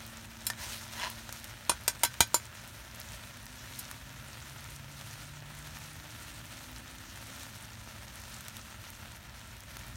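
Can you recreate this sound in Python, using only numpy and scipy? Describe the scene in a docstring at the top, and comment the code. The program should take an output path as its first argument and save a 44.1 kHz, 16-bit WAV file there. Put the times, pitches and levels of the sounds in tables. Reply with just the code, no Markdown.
"""Rice sizzles in a cast-iron pot over coals in a stone fire pit, outdoors, while far traffic rumbles.
A steel spoon clinks in, scrapes through the rice and is knocked clean on the pot five times; frying goes on
with small pops of fat and one last faint clink. Far off, one engine drones and another slowly speeds up.
Frying, scraping and road are shaped noise and grains; blows are damped modes plus contact noise;
engines are sums of sine orders."""
import sys
import numpy as np
from scipy import signal
from scipy.fft import rfft, irfft, next_fast_len
from scipy.io import wavfile
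from scipy.ndimage import uniform_filter1d, map_coordinates

SR = 44100
rng = np.random.default_rng(int(sys.argv[2]) if len(sys.argv) > 2 else 0)


def to_wav(sig):
    """Store sig (one row per channel, or 1-D mono) as 16-bit WAV at the path in sys.argv[1].

    Samples outside -1..1 are clipped; the rate is SR.
    """
    pcm = np.clip(np.atleast_2d(sig), -1, 1) * 32767
    pcm = np.round(pcm).astype(np.int16)
    wavfile.write(sys.argv[1], SR, pcm.T)  # frames by channels


N = 439236
TOP_HZ = 15900  # upper band limit

# contact noise spectrum: (frequency [Hz], density [dB per Hz])
CLASH = [(80, -11), (400, -4), (900, 5), (2000, -1), (3000, -1.5), (5000, 1), (9000, -5), (10300, -6.5),
         (11500, -7.5), (15500, -12)]


def amp(db):
    """Decibels to gain."""
    return 10 ** (np.asarray(db) / 20)


def unit(x):
    """Scale to rms 1."""
    return x / np.sqrt(np.mean(x ** 2) + 1e-20)


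def along(points, hz):
    """Read (Hz, value) points on a log axis."""
    f, v = np.transpose(points)
    return np.interp(np.log(hz + 1), np.log(f + 1), v)


def curves(rows):
    """One value per sample for each column after the time."""
    s, *cols = np.transpose(rows)
    return [np.interp(np.arange(N) / SR, s, c) for c in cols]


def wobble(rate):
    """A smooth random curve, rate knots a second."""
    return map_coordinates(rng.standard_normal(int(N * rate / SR) + 4), [np.arange(N) * rate / SR])


def filtered(x, response):
    """x times a response of frequency."""
    m = next_fast_len(len(x) + SR // 4)
    return irfft(rfft(x, m) * response(np.fft.rfftfreq(m, 1 / SR)), m)[:len(x)]


def add(track, s, sound):
    """Mix a sound into the track at time s."""
    part = track[round(s * SR):][:len(sound)]
    part += sound[:len(part)]


def fade(t, t60):
    """Exponential decay, 60 dB down at t60."""
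    return np.exp(-np.log(1000) * t / t60)


def swell(start, length, rise, release):
    """Envelope: a straight rise, a hold until length is over, an exponential release."""
    t = np.arange(N) / SR - start
    return np.clip(t / rise, 0, 1) * np.exp(-np.maximum(t - length, 0) / release)


def grains(rate, spread_db, share):
    """Random impulses of log-normal, capped size over the hiss of countless smaller ones."""
    sizes = amp(spread_db * np.minimum(rng.standard_normal(N), 2.8))
    clicks = (rng.random(N) < rate / SR) * sizes * rng.choice([-1, 1], N)
    share = np.clip(share, 0, 1)  # of the power
    return np.sqrt(share) * unit(clicks) + np.sqrt(1 - share) * rng.standard_normal(N)


def hollow_db(hz):
    """Peaks and dips that the pot's hollow gives to sounds inside it."""
    # air in the pot: (centre [Hz], width [Hz], gain [dB])
    air_modes = [(443, 118, -7), (600, 140, 1.5), (780, 120, -1), (924, 105, 2.5), (1120, 84, -1),
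                 (1362, 230, 5), (1774, 280, 4), (4840, 170, -5)]
    return sum(db / (1 + (2 * (hz - centre) / width) ** 2) for centre, width, db in air_modes)


def rumble():
    """Steady low road noise; near the end a further low rumble swells in."""
    # road spectrum: (frequency [Hz], density [dB per Hz])
    road_spectrum = [(20, -24), (35, -14.5), (53, 2.5), (80, -2.5), (110, 0.5), (150, -10), (200, -11),
                     (260, -14), (330, -25), (480, -30.5), (900, -58)]
    road_db = -52
    swell_s, swell_rise_s, swell_db = 9.6, 0.33, -51.5
    level = np.hypot(amp(road_db), amp(swell_db) * swell(swell_s, 1, swell_rise_s, 1))
    noise = filtered(rng.standard_normal(N), lambda hz: amp(along(road_spectrum, hz)))
    return level * unit(noise)


def engine(hz, db, orders, colour):
    """A few orders of a far engine, each fading in and out on its way through the air."""
    phase = 2 * np.pi * np.cumsum(hz * (1 + 0.002 * wobble(6))) / SR
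    out = np.zeros(N)
    for k in orders:
        level_db = db + along(colour, k * hz) + 1.0 * wobble(5)
        out += np.sqrt(2) * amp(level_db) * np.sin(k * phase)
    return out


def traffic():
    """Two far engines: one drones and sags a little, the other pulls up to speed and lets off."""
    # drone overtones before muffler: (time [s], level [dB])
    overtone_levels = [(0, -55.5), (1.3, -56), (1.7, -66), (7, -68.5), (8.5, -61), (9.96, -69)]
    # climbing engine's pipe colour: (frequency [Hz], gain [dB])
    exhaust = [(122, -16), (133, -1), (150, 2), (157, -13.5), (240, -14.5), (248, -6.5), (263, -7),
               (272, -21), (295, -12), (305, -10), (323, -11.5), (335, -16)]
    muffler = [(110, 0), (225, -1.5), (335, -14)]  # (frequency [Hz], gain [dB])
    t = np.arange(N) / SR

    firing_hz, firing_db = 113, -63
    sag_hz_per_s, sag_start_s = 0.75, 3.5
    drone_hz = firing_hz - sag_hz_per_s * np.maximum(t - sag_start_s, 0)
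    drone = engine(drone_hz, firing_db, (1,), muffler)
    drone += engine(drone_hz, curves(overtone_levels)[0], (2, 3), muffler)

    open_s, close_s, throttle_fade_s, climb_db = 2.95, 7.45, 0.3, -56
    cycle_hz, gain_hz_per_s, ease_hz_per_s2 = 23.85, 2.35, 0.19
    pulling_s = np.clip(t, open_s, close_s) - open_s
    climb_hz = cycle_hz + gain_hz_per_s * pulling_s - ease_hz_per_s2 * pulling_s ** 2 / 2
    throttle = swell(open_s, close_s - open_s, throttle_fade_s, throttle_fade_s / 2)
    return drone + throttle * engine(climb_hz, climb_db, (5, 8, 10), exhaust)


def frying_db():
    """Strength of the frying: the rice's own, plus a flare of hiss when the spoon turns wet rice onto hot iron."""
    # frying left alone, before offset: (time [s], fine spray level [dB])
    own_frying = [(2.46, -54.5), (2.67, -51.5), (2.9, -55.5), (3.06, -48.5), (3.4, -54.5), (3.8, -48.5),
                  (4.05, -54.0), (4.74, -51.5), (4.85, -55.5), (5.04, -51.0), (5.26, -51.0), (5.39, -57.5),
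                  (5.81, -49.5), (5.92, -53.0), (6.25, -50.5), (7.0, -53.0), (7.39, -49.5), (7.68, -55.0),
                  (8.47, -50.0), (8.77, -57.0), (8.87, -51.5), (9.32, -58.0), (9.42, -55.0), (9.65, -56.5),
                  (9.73, -52.0), (9.94, -54.0)]
    # stirs: (start [s], length [s], hiss level [dB])
    stirs = [(-0.1, 0.078, -49), (0.37, 0.094, -53), (0.555, 0.17, -41.5), (0.86, 0.26, -46.5),
             (1.28, 0.11, -49.5), (1.95, 0.11, -52)]
    own_offset_db = -0.28
    rise_s, dry_s = 0.07, 0.11  # dry_s: time constant as the iron dries
    own_db, = curves(own_frying)
    flares = sum((amp(db) * swell(s, length, rise_s, dry_s)) ** 2 for s, length, db in stirs)
    return 10 * np.log10(amp(own_db + own_offset_db) ** 2 + flares)


def patchy(x, depth_db):
    """Different corners of the pan flare in turn, so the colour of the hiss keeps shifting."""
    z = signal.stft(x, nperseg=256)[2]
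    field = rng.standard_normal(z.shape)
    for _ in range(2):
        field = uniform_filter1d(field, size=12, axis=0)  # frequency
        field = uniform_filter1d(field, size=10, axis=1)  # time
    return signal.istft(z * amp(depth_db * unit(field)), nperseg=256)[1][:N]


def crackle(level_db, rate, grain_db, spread_db, pitch_hz, octaves, cycles):
    """Droplets, each bursting at its own pitch: harder frying makes more of them, not larger ones."""
    density = rate * amp(level_db - np.median(level_db)) ** 1.5  # per second
    starts = np.flatnonzero(rng.random(N) < density / SR)
    size, pitch, sign = rng.standard_normal((len(starts), 3)).T[:, :, None]
    hz = np.clip(pitch_hz * 2 ** (octaves * pitch), 1300, 15000)
    age = np.arange(SR // 300)  # samples
    bursts = np.sign(sign) * amp(grain_db + spread_db * np.minimum(size, 2.4))
    bursts = bursts * np.sin(2 * np.pi * hz * age / SR) * fade(age / SR, cycles / hz)
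    ticks = np.bincount((starts[:, None] + age).ravel(), bursts.ravel(), N)[:N]
    return filtered(ticks, lambda f: amp(hollow_db(f)) * f / np.hypot(f, 700))


def sizzle():
    """Steam bubbles burst among the grains in little flurries; fat on bare iron sprays finer and brighter."""
    # bubbling spectrum: (frequency [Hz], density [dB per Hz])
    simmer_spectrum = [(180, -17), (300, -3.5), (446, -3), (590, 0), (756, -3), (907, -1.5), (1120, -3),
                       (1390, -2), (2320, -1.5), (4070, -5.5), (4880, -8.5), (9290, -12), (10400, -18),
                       (11700, -10.5), (15500, -6)]
    # fat spray spectrum: (frequency [Hz], density [dB per Hz])
    spray_spectrum = [(1200, -30), (2500, 0), (4000, 1.5), (4900, -0.5), (6000, 2.5), (7800, -2.5),
                      (9200, 0), (10300, -7), (11500, -3.5), (15500, -10.5)]
    usual_simmer_db, simmer_db_per_spray_db = -52, 0.35

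    spray_db = frying_db() + 0.4 * wobble(8)
    simmer_db = usual_simmer_db + simmer_db_per_spray_db * (spray_db - np.median(spray_db))
    flurry = wobble(45)

    def simmer_response(hz):
        return amp(along(simmer_spectrum, hz) + hollow_db(hz)) / np.hypot(1, hz / 4500)

    simmer = filtered(grains(rate=1000, spread_db=5.5, share=0.54), simmer_response)
    fizz_db = spray_db + 1.0 * flurry + 0.5 * wobble(14)
    fizz = grains(rate=7000, spread_db=5.0, share=0.88)
    fizz = patchy(filtered(fizz, lambda hz: amp(along(spray_spectrum, hz))), depth_db=1.5)
    # many small droplets, and now and then a larger, brighter one
    droplets = crackle(fizz_db, rate=400, grain_db=-47, spread_db=3.0, pitch_hz=5000, octaves=0.7, cycles=3.0)
    spits = crackle(spray_db / 2, rate=18, grain_db=-32, spread_db=2.5, pitch_hz=8000, octaves=0.6, cycles=9)
    simmer = unit(simmer) * amp(simmer_db + 1.0 * flurry)
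    fizz = unit(fizz) * amp(fizz_db - 1.5)
    return simmer + fizz + droplets + spits


def ring(modes, t, length, lift_db, scatter_db):
    """Damped modes, each at a slightly new strength for every blow."""
    hz, db, t60 = np.transpose(modes)[:, :, None]
    gain = amp(db + lift_db(hz) + scatter_db * rng.standard_normal(hz.shape))
    tones = np.sin(2 * np.pi * (hz * t + rng.random(hz.shape)))
    return np.sum(gain * fade(t, t60 * length) * tones, axis=0)


def overtones(count, db, t60):
    """The many weak, closely packed modes that one contact spot wakes in the spoon and the pot wall."""
    hz = rng.uniform(1100, 15500, count)
    life = rng.uniform(0.6, 1.4, count)
    return np.transpose([hz, db + along(CLASH, hz), t60 * life])


def knocks():
    """Each blow chatters for a few milliseconds, rings the steel and thumps the damped pot."""
    # spoon on iron: (time [s], steel [dB], pot [dB], treble tilt [dB per octave],
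    #   mode favoured by the contact spot [Hz], its lift [dB], ring length [share of t60])
    blows = [(0.4667, -28, -41, 3.5, 5350, 9, 0.79), (.5008, -31, -37, -0.5, 1820, 25, 0.37),
             (0.9974, -41, -49, -4, 3345, 20, 0.36), (1.695, -20, -14.5, -1, 9280, 12, 0.64),
             (1.7168, -37, -49, -4, 4020, 7, .7), (1.879, -22, -24.5, 0.5, 8406, 31, 0.73),
             (2.034, -20, -14.5, 3, 7190, 2, 0.68), (2.048, -24.5, -36, -0.5, 5340, 6, 0.85),
             (2.2054, -16, -14, 0, 6710, 5, 0.83), (2.3434, -23.5, -16, 3, 7210, 12, 0.96),
             (3.7902, -40.5, -62, 7.5, 12380, 6, 0.82)]
    # spoon and rim: (frequency [Hz], level [dB], full-length t60 [s])
    steel_modes = [(1540, -5, 0.26), (1786, -11, 0.15), (2030, -7, 0.15), (2405, -9.5, 0.12),
                   (3005, -7, 0.13), (3370, -4, 0.13), (4030, 1, 0.14), (4330, -15, .06), (4810, -5, 0.16),
                   (4920, -10, 0.039), (5310, -4.5, 0.14), (6030, -6, 0.09), (6670, -1.5, 0.12),
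                   (7160, 2.5, 0.11), (8060, -29, 0.044), (8100, -19, 0.067), (8306, 0, 0.04),
                   (8570, 2.5, 0.066), (9360, 1.5, 0.1), (9980, -0.5, 0.061), (11220, 1, 0.12),
                   (11660, -1, 0.069), (12300, 2, 0.055), (13800, -4, .08), (14930, -7, .08)]
    # pot body: (frequency [Hz], level [dB], t60 [s])
    pot_modes = [(344, -19.5, 0.059), (600, -7, 0.016), (937, -4, 0.047), (986, -14.5, 0.031),
                 (1350, -11, 0.034)]
    out, t = np.zeros(N), np.arange(SR // 4) / SR
    for s, steel_db, pot_db, tilt_db, spot_hz, spot_db, length in blows:
        def tilt(hz):
            return tilt_db * np.log2((hz + 300) / 5000)

        def lift(hz):
            return tilt(hz) + spot_db * np.exp(-((hz - spot_hz) / 130) ** 2)

        main = ring(steel_modes, t, length, lift, scatter_db=2.2)
        dense = ring(overtones(count=70, db=-5.5, t60=0.078), t, length, tilt, scatter_db=3)
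        steel = 0.33 * (main + dense)
        steel *= 0.68 + 0.25 * np.exp(-(t / 0.012) ** 2)  # hand and rice soak up the first swing quickly
        noise = unit(filtered(rng.standard_normal(len(t)), lambda hz: amp(along(CLASH, hz) + tilt(hz))))
        clash = noise * (0.86 * fade(t, 0.032) + 0.17 * fade(t, 0.08 * length))
        pot = ring(pot_modes, t, 1, np.zeros_like, scatter_db=1.2)
        onset = 1 - np.exp(-t / 0.0002)
        add(out, s, (amp(steel_db) * (steel + clash) + amp(pot_db) * pot) * onset)
    return out


def pit(x, delay_s=0.015):
    """A short, scattered answer from the stones round the fire."""
    # stone walls' decay: (frequency [Hz], t60 [s])
    wall_t60 = [(200, 0.057), (1500, 0.08), (6000, 0.064), (15000, 0.046)]
    hz, t, z = signal.stft(rng.standard_normal(SR // 4), SR, nperseg=128)
    tail = signal.istft(z * fade(t, along(wall_t60, hz)[:, None]), SR, nperseg=128)[1]
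    delayed = np.pad(x, (round(delay_s * SR), 0))
    return signal.fftconvolve(delayed, tail / np.linalg.norm(tail))[:N]


def scrape():
    """The spoon's edge sticks and slips over iron and rice, exciting the pot."""
    # drags over the bottom: (hardest push [s], level [dB], rise [s], fall [s])
    drags = [(0.61, -45, 0.038, 0.082), (1.038, -32.5, 0.038, 0.033)]
    # resonances driven by the edge: (centre [Hz], width [Hz], level [dB])
    scraped_modes = [(603, 110, -6.5), (996, 66, 5), (1640, 160, -3), (1970, 160, -2), (2970, 410, -5),
                     (4100, 120, -3), (5170, 1100, -13), (7000, 860, -22)]
    t = np.arange(N) / SR
    pressure = np.zeros(N)
    for s, db, rise, fall in drags:
        pressure += amp(db) * np.exp(-np.maximum((s - t) / rise, (t - s) / fall))

    def body(f):
        total = 0
        for k, (centre, width, db) in enumerate(scraped_modes):
            damping = 1j * f * width
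            total = total + (-1) ** k * amp(db) * damping / (centre * centre - f * f + damping)
        return total

    slips = grains(rate=650, spread_db=3, share=0.81) * amp(1.7 * wobble(140))
    return unit(filtered(slips, body)) * pressure


def pops():
    """A larger drop of fat bursts with one sharp snap and leaves a brief spit in the pot."""
    # largest drops: (time [s], peak [dB], treble tilt [dB per octave])
    large = [(1.101, -27, 9), (1.292, -27.5, -2), (1.326, -23, 2), (1.443, -26.5, 3), (2.141, -29, -2),
             (3.001, -27, 11), (3.466, -30.5, -2), (3.913, -26, 1), (5.012, -29.5, -2), (7.433, -28, -0.5),
             (7.875, -34.5, -7), (8.408, -29, 4), (8.483, -27, 3), (8.568, -28, 2.5), (8.903, -30, 7),
             (9.769, -28, 0)]
    small_per_s, small_db, small_tilt_db = 1.2, -37.5, 5  # mean peak, mean tilt per octave
    out, t = np.zeros(N), np.arange(SR // 30) / SR
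    times = np.flatnonzero(rng.random(N) < small_per_s / SR) / SR
    draws = rng.standard_normal((len(times), 2))
    small = [(s, small_db + 2 * size, small_tilt_db + 2 * bright) for s, (size, bright) in zip(times, draws)]
    lead = SR // 500  # samples of room ahead of the snap for the zero-phase filter
    for s, db, tilt_db in large + small:
        burst = rng.standard_normal(len(t)) * (0.29 * fade(t, 0.0087) + 0.061 * fade(t, 0.034))
        burst[0] = 1

        def colour(hz):
            tilt = tilt_db * np.log2((hz + 800) / 5000)
            return amp(along(CLASH, hz) * 0.5 + hollow_db(hz) + tilt) * (hz < TOP_HZ)

        snap = filtered(np.pad(burst, (lead, 0)), colour)
        add(out, s - lead / SR, amp(db) * snap / np.abs(snap).max())
    return out


def grate(s=2.2058):
    """The hardest blow pushes the pot down on its grate: three short low modes."""
    out, t = np.zeros(N), np.arange(SR // 4) / SR
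    for hz, db, t60 in [(92, -28.0, 0.048), (166, -27.0, 0.041), (250, -30, 0.021)]:
        add(out, s, amp(db) * np.sin(2 * np.pi * hz * t) * fade(t, t60))
    return out


def scene():
    """The pot close by, the road far away."""
    spoon = knocks() + grate()
    spoon_in_pit = spoon + amp(-15.0) * pit(spoon)
    return (rumble() + traffic() + sizzle() + spoon_in_pit + scrape() + pops())[None]


def record(dry):
    """Cut the deepest bass and, steeply, everything above the band limit."""
    dry = signal.sosfilt(signal.butter(3, 42, "highpass", fs=SR, output="sos"), dry)
    return np.array([filtered(channel, lambda hz: 1 / np.sqrt(1 + (hz / TOP_HZ) ** 160)) for channel in dry])


dry = scene()
out = record(dry)
to_wav(out)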